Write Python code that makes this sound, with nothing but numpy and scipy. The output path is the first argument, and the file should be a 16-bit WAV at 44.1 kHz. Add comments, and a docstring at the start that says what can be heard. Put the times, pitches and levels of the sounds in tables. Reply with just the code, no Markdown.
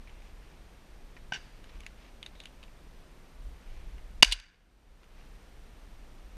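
"""Open field, behind a hay blind; the microphone is in a camera in a plastic housing, worn by a hunter.
Wind rumbles on the housing and sleeves brush the straw. At 1.3 s a gun fires further off and the tree
line throws it back. Gear and dry stalks tick as the hunter turns. At 4.2 s the hunter's own shotgun
fires at arm's length and cycles: the blast rings the housing and overloads the camera, whose gain
control ducks the wind and hiss for a second."""
import sys
import numpy as np
from scipy import signal
from scipy.fft import rfft, irfft
from scipy.io import wavfile
from scipy.ndimage import uniform_filter1d, minimum_filter1d

SR = 44100
rng = np.random.default_rng(int(sys.argv[2]) if len(sys.argv) > 2 else 0)


def dump(signal):
    """Clip the signal to [-1, 1] and save it as 16-bit WAV at the path in sys.argv[1]."""
    limited = np.clip(np.atleast_2d(signal).T, -1, 1)
    pcm = np.round(limited * 32767).astype(np.int16)
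    wavfile.write(sys.argv[1], SR, pcm)


N = 280901

# Levels are relative: each source may trim them, and the gain control acts last.
# near gun's ignition, kick, muzzle blast and echo: start_s, level_db, decay_s, turbulent_share, bass_db
NEAR_SHOT = [(4.2245, -3.5, 0.0039, 1, -14), (4.2260, 3.5, 0.00074, 0.45, -14.5),
             (4.229, 10.5, .0016, 0.6, 0.5), (4.247, -10, 0.003, 0.5, -20)]
# its blast at arm's length: frequency_hz, level_db
NEAR_SPECTRUM = [(40, -17), (120, -12.5), (250, -0.5), (480, -4), (770, 1.5), (1000, -3.5), (1220, 1.5),
                 (1550, -8), (2200, -1.5), (2800, 2), (4500, -5), (7000, -10), (11000, -19.5),
                 (13000, -29.5), (15500, -41.5)]
# the action throws the shell and slams shut: start_s, level_db, decay_s
ACTION_CLACKS = [(4.3137, -18, 0.016), (4.3227, -7.5, 0.0044), (4.3279, -17.5, 0.0061),
                 (4.399, -34.5, .003)]
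# ring of the action's steel: frequency_hz, level_db
STEEL_SPECTRUM = [(100, -6), (500, -27), (1000, -11), (1500, -16), (2500, 1.5), (2900, 1.5), (3500, 3.5),
                  (4200, 4), (4600, -1.5), (6000, -7.5), (9000, -10.5), (12000, -23), (15500, -23)]
# far gun's first pressure step, then its blast: start_s, level_db, decay_s, turbulent_share, treble_db
FAR_SHOT = [(1.3219, -34, .001, .2, -8), (1.3232, -29, 0.0025, 0.7, 2.5)]
# its blast from across the field: frequency_hz, level_db
FAR_SPECTRUM = [(40, -13), (170, 1.5), (400, -7.5), (540, -3.5), (850, 2), (1250, -14), (1500, 2),
                (1780, 5.5), (2100, -6), (2900, -5.5), (4000, -14), (4700, -19.5), (5200, -21), (5700, -10),
                (6300, -25), (7200, -26), (10000, -40.5), (15500, -54)]
# its echoes off the nearest trees: start_s
TREE_ECHOES = [1.3343, 1.3410, 1.3480, 1.3587]
# sound scattered by stubble and trees: frequency_hz, level_db
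SCATTER_SPECTRUM = [(100, -10), (500, -14.5), (1000, -10.5), (1200, -12.5), (1650, -1.5), (2200, -3.5),
                    (2900, -3), (4100, -5), (4750, -1.2), (5300, -6), (6500, -8), (9000, -16),
                    (15000, -28.5)]
# its base decay, which each tail stretches or shortens: frequency_hz, t60_s
SCATTER_T60 = [(200, .45), (1600, .66), (3000, .52), (4500, .47), (9000, .42), (15000, .33)]
# gear and dry stalks close by: start_s, level_db, pitch_hz, treble_db
TICKS = [(1.642, -46, 2400, -2), (1.805, -43.5, 2410, 11), (1.8345, -48, 2540, -5),
         (1.8645, -33.5, 1980, 5.5), (2.2286, -32.5, 3100, -7), (2.2624, -33.5, 3950, -1.5),
         (2.402, -36.5, 3820, 0), (2.415, -52, 3400, -6), (2.4373, -45, 2860, 4), (2.456, -36.5, 3040, 1),
         (2.4705, -49, 3300, -6), (2.6294, -43.5, 2960, -11), (2.6367, -44.5, 2930, -7),
         (5.0324, -47.5, 1412, -7), (5.0415, -52, 2400, 3)]
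# colour common to those ticks: frequency_hz, level_db
TICK_SPECTRUM = [(200, -22), (700, 0), (950, -5), (2000, 4), (3700, 5), (5500, -9), (6700, 0), (7700, -9),
                 (10000, -6), (12000, -17), (15000, -31)]
# cloth catches and slips: start_s, level_db, pitch_hz
SCUFFS = [(.074, -53.5, 2290), (.094, -57, 2900), (1.1666, -50.5, 2000), (1.693, -56, 3790),
          (2.3526, -56, 3690), (2.681, -61, 2410), (3.981, -56.5, 1980)]
# sleeves brush the straw: peak_s, level_db, length_s
RUSTLES = [(.18, -64, 0.45), (.5, -65.5, .37), (1.76, -63, 0.54), (2.04, -60, 0.23), (2.39, -67, 0.36),
           (3.78, -62.5, 0.68), (5.2, -62.5, .24)]
# friction of cloth: frequency_hz, level_db
CLOTH_SPECTRUM = [(200, 0), (800, 1), (1500, -2.5), (2300, 2.5), (3000, -1), (4000, -9), (6000, -10.5),
                  (10000, -35), (15000, -35)]
# gusts on the housing: peak_s, level_db, length_s
GUSTS = [(.28, -48.5, 0.52), (1.27, -43.5, 0.19), (1.79, -40.5, .2), (3.47, -37.5, .24), (3.85, -41.5, .8),
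         (4.25, -40.5, 0.44), (5.32, -48, .2), (5.9, -51.5, .5)]
# wind rumble at the microphone: frequency_hz, level_db
WIND_SPECTRUM = [(10, -34), (20, 1), (38, -2), (52, -5), (80, -19), (160, -31.5), (400, -62.5)]
# hiss of open air and microphone: frequency_hz, level_db
HISS_SPECTRUM = [(30, -26.5), (90, 0.5), (200, 1), (300, -2), (500, -4.5), (930, -8.5), (1500, -11),
                 (2400, -13), (4000, -17.5), (7500, -24.5), (11000, -28.5), (13500, -27), (15500, -29)]
# whine of the camera's electronics: pitch_hz, level_db
WHINE_TONES = [(5846, -85.5), (8780, -82), (11690, -86), (11719, -82.5), (14626, -90.5)]
# resonances and hollows of the housing around the microphone: centre_hz, width_hz, gain_db
HOUSING_MODES = [(567, 100, -6), (1000, 190, 5), (1235.5, 130, -6), (1534, 170, 7.5), (1890, 140, -3),
                 (2230, 90, 5.5), (2385, 90, 3), (2898, 310, 9.5), (3179, 85, -9), (3620, 150, 4.5),
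                 (4273, 150, -9), (4640, 240, 10.5), (5400, 200, 2.5), (6265, 290, 7), (7460, 1100, -4),
                 (8450, 220, 3.5), (10440, 400, 4)]


def near_gun(early_db=-20.5, late_db=-23.5, tail_s=4.231):
    """The blast hits the housing at arm's length, and the field answers."""
    out, hz = np.zeros(N), bins()
    for start_s, db, decay_s, turbulent, bass_db in NEAR_SHOT:
        colour = curve(NEAR_SPECTRUM, hz) + housing_db(hz) + bass_db / (1 + (hz / 1500) ** 4)
        add(out, start_s, amp(db) * burst(colour, decay_s, turbulent, smooth_hz=2340))
    add(out, tail_s, amp(early_db) * scatter(stretch=0.23, grain_db=3, tilt_db=3.5))
    add(out, tail_s, amp(late_db) * scatter(stretch=1, grain_db=1.5, tilt_db=0))
    return out


def gun_action():
    """Steel strikes steel close to the microphone as the gun cycles."""
    out, hz = np.zeros(N), bins()
    colour = curve(STEEL_SPECTRUM, hz) + 0.55 * housing_db(hz)
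    for start_s, db, decay_s in ACTION_CLACKS:
        add(out, start_s, amp(db) * burst(colour, decay_s, turbulent=0.93))
    return out


def recoil(start_s=4.255, sway_hz=38, rise_s=0.029, sway_db=-17):
    """The kick shakes the camera: a few slow cycles that swell and die."""
    out, t = np.zeros(N), np.arange(SR // 2) / SR
    envelope = t / rise_s * np.exp(1 - t / rise_s) / (1 + (t / 0.28) ** 12)
    add(out, start_s, amp(sway_db) * envelope * np.sin(2 * np.pi * sway_hz * t))
    return out


def far_gun(tail_s=1.326, echo_db=-33, echo_treble_db=23, fall_db_per_s=212, dulling_db_per_s=560):
    """A dull thud along the ground; brighter echoes follow from the trees, each weaker and duller."""
    out, hz = np.zeros(N), bins()
    colour = curve(FAR_SPECTRUM, hz) + housing_db(hz)
    treble = hz ** 4 / (hz ** 4 + 2000 ** 4)
    for start_s, db, decay_s, turbulent, treble_db in FAR_SHOT:
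        add(out, start_s, amp(db) * burst(colour + treble_db * treble, decay_s, turbulent))
    for start_s in TREE_ECHOES:
        lag_s = start_s - TREE_ECHOES[0]
        treble_db = echo_treble_db - dulling_db_per_s * lag_s
        echo = burst(colour + treble_db * treble, decay_s=0.008, turbulent=0.98)
        add(out, start_s, amp(echo_db - fall_db_per_s * lag_s) * echo)
    add(out, tail_s, amp(-48) * scatter(stretch=0.62, grain_db=-3, tilt_db=-2.5))
    add(out, tail_s, amp(-56.5) * scatter(stretch=2, grain_db=0, tilt_db=-2.5))
    return out


def scatter(stretch, grain_db, tilt_db):
    """Stubble and trees return countless small echoes, the top treble dying first."""
    echoes = rng.standard_normal(SR) * grain(grain_db, SR, span=130)
    hz, t, spectra = signal.stft(echoes, SR, nperseg=512)
    colour = curve(SCATTER_SPECTRUM, hz) + 0.7 * housing_db(hz) + tilt_db * np.log2((hz + 100) / 3000)
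    fade_db = -60 * t / (stretch * curve(SCATTER_T60, hz)[:, None])
    tail = signal.istft(spectra * amp(colour[:, None] + fade_db), SR)[1][:SR]
    onset = 1 - np.exp(-np.arange(SR) / SR / 0.003)
    return tail / np.std(tail[:SR // 50]) * onset


def ticks(trim_db=-7, ring_db=9, ring_hz=500, body_db=-1, scrape_db=-9):
    """Gear and stalks snap close by, each with its own resonance and a duller scrape trailing it."""
    out, hz = np.zeros(N), bins()
    treble = hz ** 4 / (hz ** 4 + 4400 ** 4)
    body = 1 / (1 + (hz / 1900) ** 4)
    common = curve(TICK_SPECTRUM, hz) + 0.55 * housing_db(hz) + body_db * body
    for start_s, db, pitch_hz, treble_db in TICKS:
        colour = common + ring_db / (1 + ((hz - pitch_hz) / ring_hz) ** 2)
        snap = burst(colour + treble_db * treble, decay_s=0.0016, turbulent=0.88)
        scrape = burst(colour - 6 * treble, decay_s=0.012, turbulent=1)
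        add(out, start_s, amp(db + trim_db) * (snap + amp(scrape_db) * scrape))
    return out


def barrel_scrape(peak_s=2.42, length_s=0.19, level_db=-65, pitch_hz=3780, width_hz=170):
    """A stalk slides along the barrel and makes the steel sing faintly."""
    resonance = signal.iirpeak(pitch_hz, pitch_hz / width_hz, fs=SR)
    ring = signal.lfilter(*resonance, rng.standard_normal(N))
    return swells([(peak_s, level_db, length_s)]) * unit(ring)


def scuffs(trim_db=3, ring_db=9, ring_hz=450):
    """Each slip of cloth is a soft, short puff of friction with one broad resonance."""
    out, hz = np.zeros(N), bins()
    for start_s, db, pitch_hz in SCUFFS:
        colour = curve(CLOTH_SPECTRUM, hz) + ring_db / (1 + ((hz - pitch_hz) / ring_hz) ** 2)
        puff = burst(colour, decay_s=0.0099, turbulent=0.86, rise_s=0.00052)
        add(out, start_s, amp(db + trim_db) * puff)
    return out


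def rustles(grain_db=3, trim_db=-1):
    """Sleeves brush the straw of the blind in swells of grainy friction noise."""
    friction = grain(grain_db, N, span=160) * noise(CLOTH_SPECTRUM)
    return amp(trim_db) * swells(RUSTLES) * unit(friction)


def wind(breeze_db=-51, gust_trim_db=-1):
    """A steady breeze and its gusts buffet the housing with a low rumble."""
    strength = np.hypot(amp(breeze_db), amp(gust_trim_db) * swells(GUSTS))
    return strength * noise(WIND_SPECTRUM)


def background(hiss_db=-59):
    """Even hiss of open air and microphone, with the thin whine of the camera."""
    t = np.arange(N) / SR
    whine = sum(amp(db) * np.sqrt(2) * np.sin(2 * np.pi * (hz * t + rng.random()))
                for hz, db in WHINE_TONES)
    return amp(hiss_db) * noise(HISS_SPECTRUM) + whine


def housing_db(hz):
    """The colour that the housing gives to sound on its way to the microphone."""
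    return sum(db / (1 + (2 * (hz - centre) / width) ** 2) for centre, width, db in HOUSING_MODES)


def burst(colour_db, decay_s, turbulent, size=4096, rise_s=0.00036, smooth_hz=1300):
    """A pressure step and dying turbulence ring a filter; the energy is that of 4 ms at rms 1."""
    t, hz = np.arange(size) / SR, bins()
    envelope = np.exp(-t / decay_s) * (1 - np.exp(-t / rise_s))
    swirl = rfft(rng.standard_normal(size) * envelope)
    swirl /= np.sqrt(np.mean(abs(swirl) ** 2))
    share = turbulent ** (1 + (smooth_hz / (hz + 100)) ** 2)  # long waves stay one clean pulse
    step = causal(colour_db + 10 * np.log10(1 - share + 1e-4))
    roar = causal(colour_db + 10 * np.log10(share + 1e-4)) * swirl
    fade = np.minimum(np.linspace(4, 0, size), 1)
    return unit(irfft(step + roar) * fade) * np.sqrt(0.004 * SR / size)


def causal(db):
    """The response of a filter with this colour that rings only after it is struck."""
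    log_gain = np.log(amp(np.r_[db, db[-2:0:-1]]))
    return np.exp(np.conj(signal.hilbert(log_gain)))[:len(db)]


def swells(rows):
    """A smooth rise and fall in level for each row, starting no earlier than time zero."""
    out = np.zeros(N)
    for peak_s, db, length_s in rows:
        add(out, max(peak_s - length_s / 2, 0), amp(db) * np.hanning(round(length_s * SR)))
    return out


def grain(depth_db, size, span):
    """A gain that flickers at random, smoothed over span samples."""
    return amp(depth_db * unit(uniform_filter1d(rng.standard_normal(size), size=span)))


def noise(spectrum):
    """Steady noise with the given spectrum."""
    return unit(irfft(rfft(rng.standard_normal(N)) * amp(curve(spectrum, bins(N))), N))


def curve(points, hz):
    """Joins the points on a log-frequency axis."""
    points_hz, values = np.transpose(points)
    return np.interp(np.log(hz + 1), np.log(points_hz + 1), values)


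def bins(size=4096):
    """Frequencies in the spectrum of size samples."""
    return np.fft.rfftfreq(size, 1 / SR)


def add(mix, start_s, sound):
    """Mixes a sound in at start_s."""
    part = mix[round(start_s * SR):][:len(sound)]
    part += sound[:len(part)]


def amp(db):
    """Decibels to gain."""
    return 10 ** (np.asarray(db) / 20)


def unit(x):
    """Scales to rms 1."""
    return x / np.sqrt(np.mean(x ** 2) + 1e-20)


def scene():
    """Everything at the one microphone: the guns, the hunter's movements and the open air."""
    guns = near_gun() + gun_action() + recoil() + far_gun()
    movement = ticks() + barrel_scrape() + scuffs() + rustles()
    return (guns + movement + wind() + background())[None]


def record(dry, threshold_db=-6, depth_db=13, hold_s=0.33, ahead_s=0.012, recovery_db_per_s=18,
           soft_hz=12000, edge_hz=15500):
    """Gain control looks ahead, ducks, holds and recovers; the blast still clips; the top rolls off."""
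    mic, t = dry[0], np.arange(N) / SR
    over_db = np.clip(20 * np.log10(abs(mic) + 1e-9) - threshold_db, 0, depth_db)
    span = round(hold_s * SR)
    held_db = np.roll(-minimum_filter1d(-over_db, span), span // 2 - round(ahead_s * SR))
    recovery_db = recovery_db_per_s * t
    duck_db = np.maximum.accumulate(held_db + recovery_db) - recovery_db
    ducked = mic * amp(-uniform_filter1d(duck_db, size=100))
    clipped = ducked / (1 + ducked ** 6) ** (1 / 6)
    softened = signal.lfilter(*signal.butter(2, soft_hz, fs=SR), clipped)
    steep_lowpass = signal.firwin(401, edge_hz, window=("kaiser", 9), fs=SR)
    return signal.oaconvolve(softened, steep_lowpass, "same")[None]


dry = scene()
out = record(dry)
dump(out)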